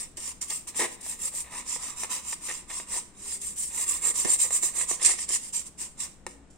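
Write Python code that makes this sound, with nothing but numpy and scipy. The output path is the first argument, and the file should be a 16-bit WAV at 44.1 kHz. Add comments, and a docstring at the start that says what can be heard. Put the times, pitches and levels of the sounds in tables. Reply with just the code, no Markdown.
"""A wet toothbrush scrubs the inside of a phone's plastic back cover, held in one hand in a small room.
Each stroke follows a sine arch of speed; bristles snap free in random swarms and drum on the shell's modes.
Bristles let go in short bursts, the head knocks and rasps as struck or slipping modes and once judders on the edge.
Fingers, one dull bump, thin drones, hum and room air lie beneath; two microphone ports ring in the treble."""
import sys
import numpy as np
from scipy import signal
from scipy.fft import rfft, irfft
from scipy.io import wavfile
from scipy.ndimage import uniform_filter1d

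SR = 44100
rng = np.random.default_rng(int(sys.argv[2]) if len(sys.argv) > 2 else 0)


def materialize(psi):
    """Save the field psi as 16-bit PCM at rate SR to the path in sys.argv[1].

    A 1-D psi becomes a single channel; in a 2-D psi each row is a channel.
    """
    bounded = np.clip(np.atleast_2d(psi).T, -1, 1)
    quanta = np.round(bounded * 32767).astype(np.int16)
    wavfile.write(sys.argv[1], SR, quanta)


N = 289737
TIME = np.arange(N) / SR
BINS = np.fft.rfftfreq(4096, 1 / SR)
HZ = np.fft.rfftfreq(N, 1 / SR)

# Where the brush works. Each row: time in seconds, place from 0 (stiff end wall) to 1 (soft middle of
# the panel), share of bristles scraping the rim (0-1).
PLACE = [(0, 0.85, 0.62), (.42, .2, 1), (.6, 0.16, 0.4), (.85, 0.86, 1), (1.1, 1, 0.6), (1.4, 0.4, 0.27),
         (1.55, 0.036, 0.8), (2.15, 0.17, 1), (2.5, 0.035, 0.96), (2.95, 0.29, 0.6), (3.3, 0.86, 0.62),
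         (3.6, 0.87, 0.1), (4.3, 0.58, .15), (4.651, 0.54, 0.04), (4.9, 0.47, 0.27), (5.06, 0.95, 0.52),
         (5.4, 0.85, 0.55), (6, 0.59, 0.75)]
# Spectrum of one bristle snapping on the hard rim. Each row: frequency in Hz, relative level in dB per Hz.
RIM_SPECTRUM = [(150, -63), (600, -16.5), (1400, -8), (2100, 3.5), (3000, 4), (4300, -1), (5300, 5),
                (6500, 0), (8000, -1.5), (9300, -0.5), (10400, -12.5), (12500, -9.5), (16000, -8)]


def amp(db):
    """Decibels to gain."""
    return 10 ** (np.asarray(db) / 20)


def unit(x):
    """Scales to an rms of 1."""
    return x / np.sqrt(np.mean(x ** 2) + 1e-20)


def read(points, hz):
    """Reads a table on a log-frequency axis."""
    f, value = np.transpose(points)
    return np.interp(np.log(hz + 1), np.log(f + 1), value)


def level(s, db):
    """Gain midway between linear and dB interpolation of a level curve, silent outside it."""
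    linear = np.interp(TIME, s, amp(db), left=0, right=0)
    logarithmic = amp(np.interp(TIME, s, db))
    return np.sqrt(linear) * np.sqrt(logarithmic)


def add(mix, s, sound):
    """Adds a sound in place at s seconds, cut at the end of the mix."""
    part = mix[round(s * SR):][:len(sound)]
    part += sound[:len(part)]


def causal(gain):
    """Minimum-phase click with this magnitude spectrum."""
    log_gain = np.log(np.maximum(gain, 1e-5))
    mirrored = np.r_[log_gain, log_gain[-2:0:-1]]
    return np.fft.ifft(np.exp(np.conj(signal.hilbert(mirrored)))).real


def ring(x, click):
    """Convolves with a click scaled to unit energy."""
    return signal.oaconvolve(x, click / np.linalg.norm(click))[:N]


def peak(hz, width):
    """Magnitude of one resonance."""
    return BINS * width / np.hypot(hz ** 2 - BINS ** 2, BINS * width)


def wavering(hz, half_width_hz):
    """Narrow noise around one pitch, so a tone that wavers."""
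    return unit(irfft(rfft(rng.standard_normal(N)) / (1 + ((HZ - hz) / half_width_hz) ** 2), N))


def rim_snap():
    """Click of one bristle snapping on the hard rim."""
    return causal(amp(read(RIM_SPECTRUM, BINS)))


def shell(where, blow_hz=1000, slope_db=0.0):
    """Ring of the shell driven at one place; a blow favours modes near its own pitch, by slope_db an octave."""
    # Modes of the plastic shell. Each row: frequency in Hz, width in Hz, then relative level in dB when
    # driven on the panel, at the long edge, at the end wall.
    modes = [(278, 127, -6, 1, 1), (355, 68, 0.5, 8, -6), (431, 82, -1.5, 5.5, -25),
             (500, 114, 1.5, -1, -3.5), (697, 360, -5, -1.5, -5), (800, 210, -5, -12, -6),
             (896, 180, -2.5, 3.5, -14), (1004, 175, -1, 4, 11), (1162, 290, -2.5, -4.5, 6),
             (1843, 310, 0.5, -1.5, -7.5), (1920, 200, -1.5, 2, -23), (2088, 520, 1.5, 0.5, 2),
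             (2550, 370, -2, -6, -2), (2820, 150, 1, -6, 0.5), (3725, 630, -3.5, -8.5, -4)]
    power = np.zeros(len(BINS))
    for hz, width, panel, edge, wall in modes:
        place_db = {"panel": panel, "edge": edge, "wall": wall}[where]
        db = place_db - slope_db * abs(np.log2(hz / blow_hz))
        power += (amp(db) * peak(hz, width) ** 2) ** 2  # steep skirts leave dark valleys between the modes
    return causal(np.sqrt(power))


def snaps(per_s, spread_db):
    """Random releases of either sign, most small and a few large."""
    at = np.flatnonzero(rng.random(N) < per_s / SR)
    size = np.minimum(rng.exponential(1, len(at)), 4)
    sign = rng.choice([-1., 1.], len(at))
    train = np.zeros(N)
    train[at] = sign * amp(spread_db * size)
    return unit(train)


def clumps(hz, depth_db):
    """Tufts catch and let go together, so the swarm comes in lumps."""
    slow = irfft(rfft(rng.standard_normal(N)) / (1 + (HZ / hz) ** 2), N)
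    return unit(amp(depth_db * unit(slow)))


def pair(x, lag):
    """Sound that reaches the right port lag seconds after the left."""
    return np.array([x, np.interp(TIME - round(lag * SR) / SR, TIME, x)])


def strokes(swish_gain_db=0.12, drum_gain_db=0.5, drum_power=0.5):
    """Brush speed rises and falls along a sine arch; swish follows it, drumming its power drum_power."""
    # Each row: start in seconds, time speeding up in seconds, time slowing down in seconds, crest exponent
    # (about 1 = broad, 5 = peaked), relative bristle swish in dB, relative drumming of the shell in dB.
    stroke_rows = [(-0.055, 0.021, 0.14, 2.9, -32.5, -47), (0.158, 0.12, 0.055, 0.98, -37, -51),
                   (0.406, 0.012, 0.063, 2.6, -34.5, -49.5), (0.442, 0.083, 0.12, 2.5, -34.5, -53.0),
                   (0.666, 0.0095, 0.061, 2.9, -36.5, -48), (0.722, 0.085, 0.092, 2.7, -30.5, -39),
                   (0.874, 0.069, 0.021, 1.6, -45.0, -61), (0.966, 0.13, 0.11, 2.7, -37, -49),
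                   (1.17, 0.1, 0.031, 1.37, -33, -47.0), (1.305, 0.091, 0.041, 1.16, -34, -49),
                   (1.473, 0.11, 0.062, 2, -38, -43.5), (1.641, 0.089, 0.06, 1.27, -32, -46),
                   (1.759, 0.093, 0.123, 1.9, -37.0, -44.5), (1.933, 0.08, 0.087, 2.3, -35, -46.0),
                   (2.082, 0.039, 0.11, 2.04, -30.5, -41), (2.191, 0.15, 0.0046, 2, -34.5, -49),
                   (2.379, 0.099, 0.19, 2.43, -35.5, -48), (2.668, 0.087, 0.099, 1.27, -36.5, -48.5),
                   (2.85, 0.11, 0.076, 2.4, -31.5, -44), (3.05, 0.29, 0.073, 4.5, -35.5, -51.5),
                   (3.38, 0.082, 0.097, 1.5, -37, -55), (3.541, 0.058, 0.14, 1.8, -32.5, -55.5),
                   (3.668, 0.15, 0.054, 2.3, -30, -43), (3.852, 0.046, 0.12, 1.63, -29, -42.5),
                   (3.998, 0.083, 0.046, 1.6, -26.5, -38), (4.137, 0.043, 0.078, 0.81, -28, -44),
                   (4.239, 0.093, 0.035, 1.3, -25.5, -40.5), (4.377, 0.033, 0.087, 1.7, -24.5, -43.0),
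                   (4.468, 0.091, 0.045, 2.2, -26.5, -42), (4.605, 0.031, 0.1, 2.55, -26, -42.0),
                   (4.73, 0.073, 0.054, 1.17, -28.5, -41.0), (4.858, 0.052, 0.071, 2.2, -28.5, -42.5),
                   (4.971, 0.12, 0.071, 2.16, -24, -35.5), (5.172, 0.03, 0.054, 0.64, -34, -50.5),
                   (5.272, 0.078, 0.03, 1.36, -25.5, -42.0), (5.41, 0.035, 0.075, 0.81, -41.0, -61.0),
                   (5.522, 0.025, 0.089, 1.36, -30.5, -49), (5.641, 0.026, 0.033, 1.8, -44, -57.5),
                   (5.757, 0.053, 0.12, 4.3, -34.5, -50), (5.95, 0.08, 0.068, 3.3, -33.5, -47)]
    swish, drum = np.zeros((2, N))
    for start, rise, fall, crest, swish_db, drum_db in stroke_rows:
        ramp = np.minimum((TIME - start) / rise, 1 - (TIME - start - rise) / fall)
        moving = ramp > 0
        speed = np.sin(np.pi / 2 * ramp[moving]) ** crest
        swish[moving] += (amp(swish_db) * speed) ** 2
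        drum[moving] += (amp(drum_db) * speed ** drum_power) ** 2
    return amp(swish_gain_db) * np.sqrt(swish), amp(drum_gain_db) * np.sqrt(drum)


def flicks(rise_s=0.0021, decay_s=0.009):
    """Effort of short bursts of bristles letting go, on rim or panel: each swells at once, dies exponentially."""
    # Each row: start in seconds, relative level in dB.
    flick_rows = [(0.169, -32.5), (0.412, -34), (0.499, -27.5), (0.764, -32), (1.009, -39), (1.347, -31),
                  (2.701, -37), (3.413, -33.5), (4.247, -36), (4.412, -21.5), (4.886, -37), (5.026, -22.5),
                  (5.047, -15.5), (5.058, -20), (5.288, -28), (6, -29)]
    spray, t = np.zeros(N), TIME[:SR // 12]
    burst = np.minimum(t / rise_s, np.exp((rise_s - t) / decay_s))
    for s, db in flick_rows:
        add(spray, s, amp(db) * burst)
    return spray


def bristles(effort, count=6):
    """Tufts lie at different places under the ports; each scrapes on the rim or slides on the wet panel."""
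    # Slide of one bristle on the wet panel. Each row: frequency in Hz, relative level in dB per Hz.
    slide_spectrum = [(150, -36), (600, -16.5), (1400, -20), (2100, -15), (4300, -4.5), (5500, -5),
                      (7000, -2.5), (8500, 0.5), (9400, -2), (10400, -8.5), (12500, -7.5), (16000, -6)]
    s, _, share = np.transpose(PLACE)
    rim = np.interp(TIME, s, share)
    snap, slide = rim_snap(), causal(amp(read(slide_spectrum, BINS)))
    out = np.zeros((2, N))
    for lag in np.linspace(-.00016, .00016, count):
        scraping = ring(effort * np.sqrt(rim) * snaps(per_s=600, spread_db=0.0), snap)
        sliding = ring(effort * np.sqrt(1 - rim) * snaps(per_s=1100, spread_db=1.0), slide)
        out += pair(amp(-14.0) * scraping + amp(-15.5) * sliding, lag)
    return out / np.sqrt(count)


def crackle(effort, count=12, cycles=3.1, crackle_db=-35.0):
    """Single wet bristles catch and ping at one of count pitches, decaying by 1/e in a few cycles."""
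    train = effort * snaps(per_s=210, spread_db=4.5)
    which = rng.integers(0, count, N)
    t, out = TIME[:SR // 100], np.zeros(N)
    for k, hz in enumerate(np.geomspace(2300, 7000, count)):
        ping = np.exp(-t * hz / cycles) * np.sin(2 * np.pi * hz * t)
        out += ring(train * (which == k), ping)
    return amp(crackle_db) * out


def catches(effort, per_s=70, catch_db=1.5):
    """Single bristles hook a rib of the shell at random and snap out above the swarm."""
    hooked = (rng.random(N) < per_s / SR) * rng.uniform(.4, 1, N)
    return amp(catch_db) * ring(effort * hooked, rim_snap())


def hard_snaps(snap_db=-0.5):
    """Single stiff bristles strike the rim and stand out above the swarm."""
    # Each row: time in seconds, relative level in dB.
    snap_rows = [(0.413, -36), (0.676, -43), (0.766, -31), (1.008, -45), (2.0355, -21.5), (2.3302, -27),
                 (4.2488, -20), (4.4165, -25), (5.0502, -14), (5.29, -25), (5.347, -22)]
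    train = np.zeros(N)
    for s, db in snap_rows:
        add(train, s, amp([db]))
    return amp(snap_db) * ring(train, rim_snap())


def drumming(press):
    """Snaps shake the shell: bright near the end wall, deeper in the middle."""
    s, place, _ = np.transpose(PLACE)
    soft = np.interp(TIME, s, place)
    stiff = ring(press * np.sqrt(1 - soft) * snaps(per_s=1800, spread_db=0.5), shell("wall"))
    deep = ring(press * np.sqrt(soft) * snaps(per_s=1400, spread_db=3.5), shell("panel"))
    return amp(-3.0) * stiff + amp(-4.5) * deep


def knocks(rebound_s=0.0027, rebound=0.67):
    """The brush head strikes the shell: a hard tick, the ring of the modes and one quick rebound."""
    # Each row: start in seconds, relative level in dB, relative treble tick in dB, favoured pitch in Hz.
    knock_rows = [(1.064, -35, 4, 750), (1.341, -38, -20, 330), (1.762, -32, -20, 800),
                  (2.034, -25.5, -2, 1000), (2.045, -29.5, -19, 900), (2.328, -29, -27, 1200),
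                  (2.511, -30, -17, 1120), (2.8, -31, -17, 800), (2.965, -33.5, 2, 650),
                  (4.058, -39, -8.5, 500), (4.249, -27, 0.5, 550), (4.507, -29, -1, 800),
                  (4.632, -32.5, -7, 320), (4.811, -26.5, -11, 1500), (4.912, -24, 4, 550),
                  (5.095, -27, -10.5, 900), (5.189, -32, -15, 1800), (5.304, -33, -15, 500),
                  (6.266, -25.5, 0, 720)]
    out, tick = np.zeros(N), unit(rim_snap())
    for s, db, tick_db, blow_hz in knock_rows:
        body = unit(shell("panel", blow_hz, slope_db=4.5))
        blow = amp(db) * (amp(-22.5) * body + amp(tick_db - 34.5) * tick)
        add(out, s, blow)
        add(out, s + rebound_s * rng.uniform(0.582, 1.4), rebound * blow)
    return out


def rasps(slope_db=4.0, attack_s=0.0015, fade_s=0.0042):
    """The hard edge of the head slips in a short close run and rings the modes near one pitch."""
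    # Each row: start in seconds, length before the fade in seconds, relative level in dB, favoured pitch in Hz.
    rasp_rows = [(.175, 0.011, -47, 400), (0.497, 0.029, -44, 800), (1.441, .05, -51.5, 1400),
                 (1.511, 0.066, -47, 1000), (2.483, 0.026, -36.5, 1300), (2.698, 0.017, -42.5, 1560),
                 (2.936, 0.033, -45, 800), (4.253, 0.039, -38, 453), (4.438, .03, -44.5, 700),
                 (4.814, 0.02, -43.5, 1490), (4.995, 0.007, -44, 1990), (6.268, 0.011, -43.5, 254)]
    out, t = np.zeros(N), TIME[:SR // 8]
    for s, length, db, hz in rasp_rows:
        slips = unit(rng.standard_normal(len(t)) * (rng.random(len(t)) < 1500 / SR))
        force = np.minimum(t / attack_s, 1) * np.exp(-np.maximum(t - length, 0) / fade_s)
        add(out, s, amp(db) * ring(force * slips, shell("panel", hz, slope_db)))
    return amp(-2.5) * out


def judder(slip_hz=190):
    """Uneven stick and slip of the head against the edge shakes the shell and scrapes the rim."""
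    # Each row: time in seconds, relative level in dB.
    judder_curve = [(0.791, -55), (.794, -30.5), (.812, -27.5), (0.831, -32.5), (0.859, -34), (0.871, -61)]
    turns = np.cumsum(slip_hz * clumps(hz=299.7, depth_db=3.5)) / SR  # slip_hz is the rms rate
    slips = np.diff(np.floor(turns), prepend=0) * rng.uniform(0.54, 1, N)
    force = level(*np.transpose(judder_curve))
    rough = unit(unit(slips) + 1.15 * rng.standard_normal(N))
    hollow = ring(force * rough, shell("edge"))
    scrape = ring(force * snaps(per_s=4300, spread_db=3.0), rim_snap())
    return amp(-0.5) * hollow + amp(-13.5) * scrape


def fingers():
    """Skin rubs softly over the plastic as the cover is turned over: dense small snaps."""
    # Each row: time in seconds, relative level in dB.
    rub_curve = [(6.268, -73), (6.28, -51), (6.325, -50.5), (6.39, -80), (6.497, -82), (6.504, -58.5),
                 (6.57, -67)]
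    rub = level(*np.transpose(rub_curve)) * snaps(per_s=3000, spread_db=5.0)
    return amp(-16) * ring(rub, rim_snap())


def bump(decay_s=0.0094):
    """One dull bump: decaying noise rings two low modes, in opposite directions at the two ports."""
    # One row: start in seconds, relative level in dB.
    bump_row = (4.251, -25)
    s, db = bump_row
    push = np.zeros(N)
    add(push, s, amp(db) * np.exp(-TIME[:SR // 8] / decay_s))
    thud = ring(push * rng.standard_normal(N), causal(peak(195, 130) + 0.71 * peak(350, 180)))
    return amp(1.5) * np.array([-.6 * thud, thud])


def shifting(x):
    """Random slow and quick changes of colour at each port make the scrubbing grainy and uneven."""
    z = signal.stft(x, SR, nperseg=512)[2]
    slow, quick = rng.standard_normal((2, *z.shape))
    for axis, size in [(1, 3), (1, 3), (2, 12), (2, 12)]:  # axis 1 = frequency bins, 2 = frames
        slow = uniform_filter1d(slow, size, axis)
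    quick = uniform_filter1d(uniform_filter1d(quick, size=4, axis=1), size=2, axis=2)
    gain_db = 1.4 * unit(slow) + 2.6 * unit(quick) - 1.1
    return signal.istft(z * amp(gain_db), SR, nperseg=512)[1][:, :N]


def aimed(x, top_hz=10500):
    """The brush moves and turns under the ports: the swish leans to one side, its top octave swells and fades."""
    # Each row: time in seconds, left minus right in dB, gain above top_hz in dB.
    aim_curve = [(0, -.5, -2), (.45, 0.5, 2.5), (1.2, 2, 2.5), (1.7, -1, -2), (2.2, 0, 2.5),
                 (2.75, 0.5, -2.5), (3.2, 0, -3), (3.6, 1, 1.5), (4.3, -2.1, -2), (4.75, -2, -2),
                 (5.08, -1.5, -7.5), (5.5, -1, -2), (6, -0.5, -2.5)]
    s, lean_db, top_db = np.transpose(aim_curve)
    top = irfft(rfft(x) * (1 - 1 / (1 + (HZ / top_hz) ** 16)), N)
    lean = np.interp(TIME, s, lean_db) / 2
    bright = x + (amp(np.interp(TIME, s, top_db)) - 1) * top
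    return bright * amp([lean, -lean])


def room(x, table_db=-8.0, tail_db=-8.0, count=4):
    """Quick echoes from table and hands, which change as the hands move, then the tail of the walls."""
    # Decay of the tail. Each row: frequency in Hz, time to fall 60 dB in seconds.
    t60_curve = [(200, 0.53), (1000, 0.45), (4000, 0.44), (8000, 0.34), (15000, 0.38)]
    out = x.copy()
    knots = np.arange(0, N / SR + .2, .14)
    chosen = np.eye(count)[rng.integers(0, count, len(knots))].T
    early = TIME[:SR // 80]
    for weight in chosen:  # one echo pattern per pose of the hands, crossfaded
        pose = np.interp(TIME, knots, weight)
        near = rng.standard_normal((2, len(early))) * (early > .0006) * np.exp(-early / 0.006)
        near /= np.linalg.norm(near[0])
        out += amp(table_db) * signal.oaconvolve(x * np.sqrt(pose), near, axes=1)[:, :N]
    size = SR // 2
    taps = rng.choice([-1., 1.], (2, size)) * (rng.random((2, size)) < 4000 / SR) * (TIME[:size] > .006)
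    hz, t, z = signal.stft(taps, SR, nperseg=256)
    decay = amp(-60 * t / read(t60_curve, hz)[:, None])
    tail = signal.istft(z * decay, SR, nperseg=256)[1][:, :size]
    return out + amp(tail_db) * signal.oaconvolve(x, tail / np.linalg.norm(tail[0]), axes=1)[:, :N]


def drones():
    """Faint thin wavering tones, like far traffic, that swell and fade along a half sine."""
    # Each row: start in seconds, end in seconds, pitch in Hz, level in dB.
    drone_rows = [(3.072, 3.63, 399, -62.5), (6.265, 6.698, 276.4, -60)]
    out = np.zeros(N)
    for start, end, pitch_hz, db in drone_rows:
        swell = np.sin(np.pi * np.clip((TIME - start) / (end - start), 0, 1))
        out += amp(db) * wavering(pitch_hz, half_width_hz=3.5) * swell
    return out


def air(air_db=-55.5, hum_db=-62.0, hum_hz=62.4):
    """Still room air, low noise nearly alike at both ports in the bass, and a wavering hum."""
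    # Each row: frequency in Hz, relative level in dB per Hz.
    air_spectrum = [(10, 1.5), (25, 7.5), (42, -8), (100, -6), (200, -0.5), (350, -8), (700, -15.5),
                    (1500, -21), (3000, -29), (8000, -45), (15000, -76)]
    shared, *own = rfft(rng.standard_normal((3, N)))
    same = 0.73 / (1 + (HZ / 1800) ** 2)  # share of power common to both ports
    mixed = np.sqrt(same) * shared + np.sqrt(1 - same) * np.array(own)
    noise = irfft(mixed * amp(read(air_spectrum, HZ)), N)
    both = amp(air_db) * unit(noise) + amp(hum_db) * wavering(hum_hz, half_width_hz=6)
    return both * amp([[1.5], [-1.7]])


def scene():
    """The strokes drive bristles and shell together; both sound into the room."""
    sweep, drum = strokes()
    grip = clumps(hz=127, depth_db=0.93)
    effort, press = grip * np.hypot(sweep, flicks()), grip * drum
    swarm = shifting(bristles(effort) + pair(crackle(effort), lag=-.00003))
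    single = pair(hard_snaps() + catches(effort) + fingers(), lag=.00002)
    swish = aimed(swarm + single)
    head = pair(judder() + rasps() + knocks(), lag=.00004) * amp([[.8], [-.8]])
    plastic = shifting(pair(drumming(press), lag=.00005)) + head
    wet = room(swish, table_db=1.0, tail_db=-6.5) + room(plastic, table_db=-7.5, tail_db=-8.5)
    return wet + bump() + drones() + air()


def record(dry, edge_hz=15850):
    """Each microphone port rings at its own pitch; then the band limit."""
    # Left, then right. Each row: resonance in Hz, width in Hz, resonance gain in dB.
    port_rows = [(8580, 896, 23), (7577, 800, 24)]
    ported = []
    for x, (hz, width, db) in zip(dry, port_rows):
        port = causal(np.hypot(1, amp(db) * peak(hz, width)))
        ported.append(signal.oaconvolve(x, port)[:N])
    edge = signal.firwin(511, edge_hz, window=("kaiser", 9), fs=SR)
    return signal.oaconvolve(np.array(ported), edge[None], "same", axes=1)


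dry = scene()
out = record(dry)
materialize(out)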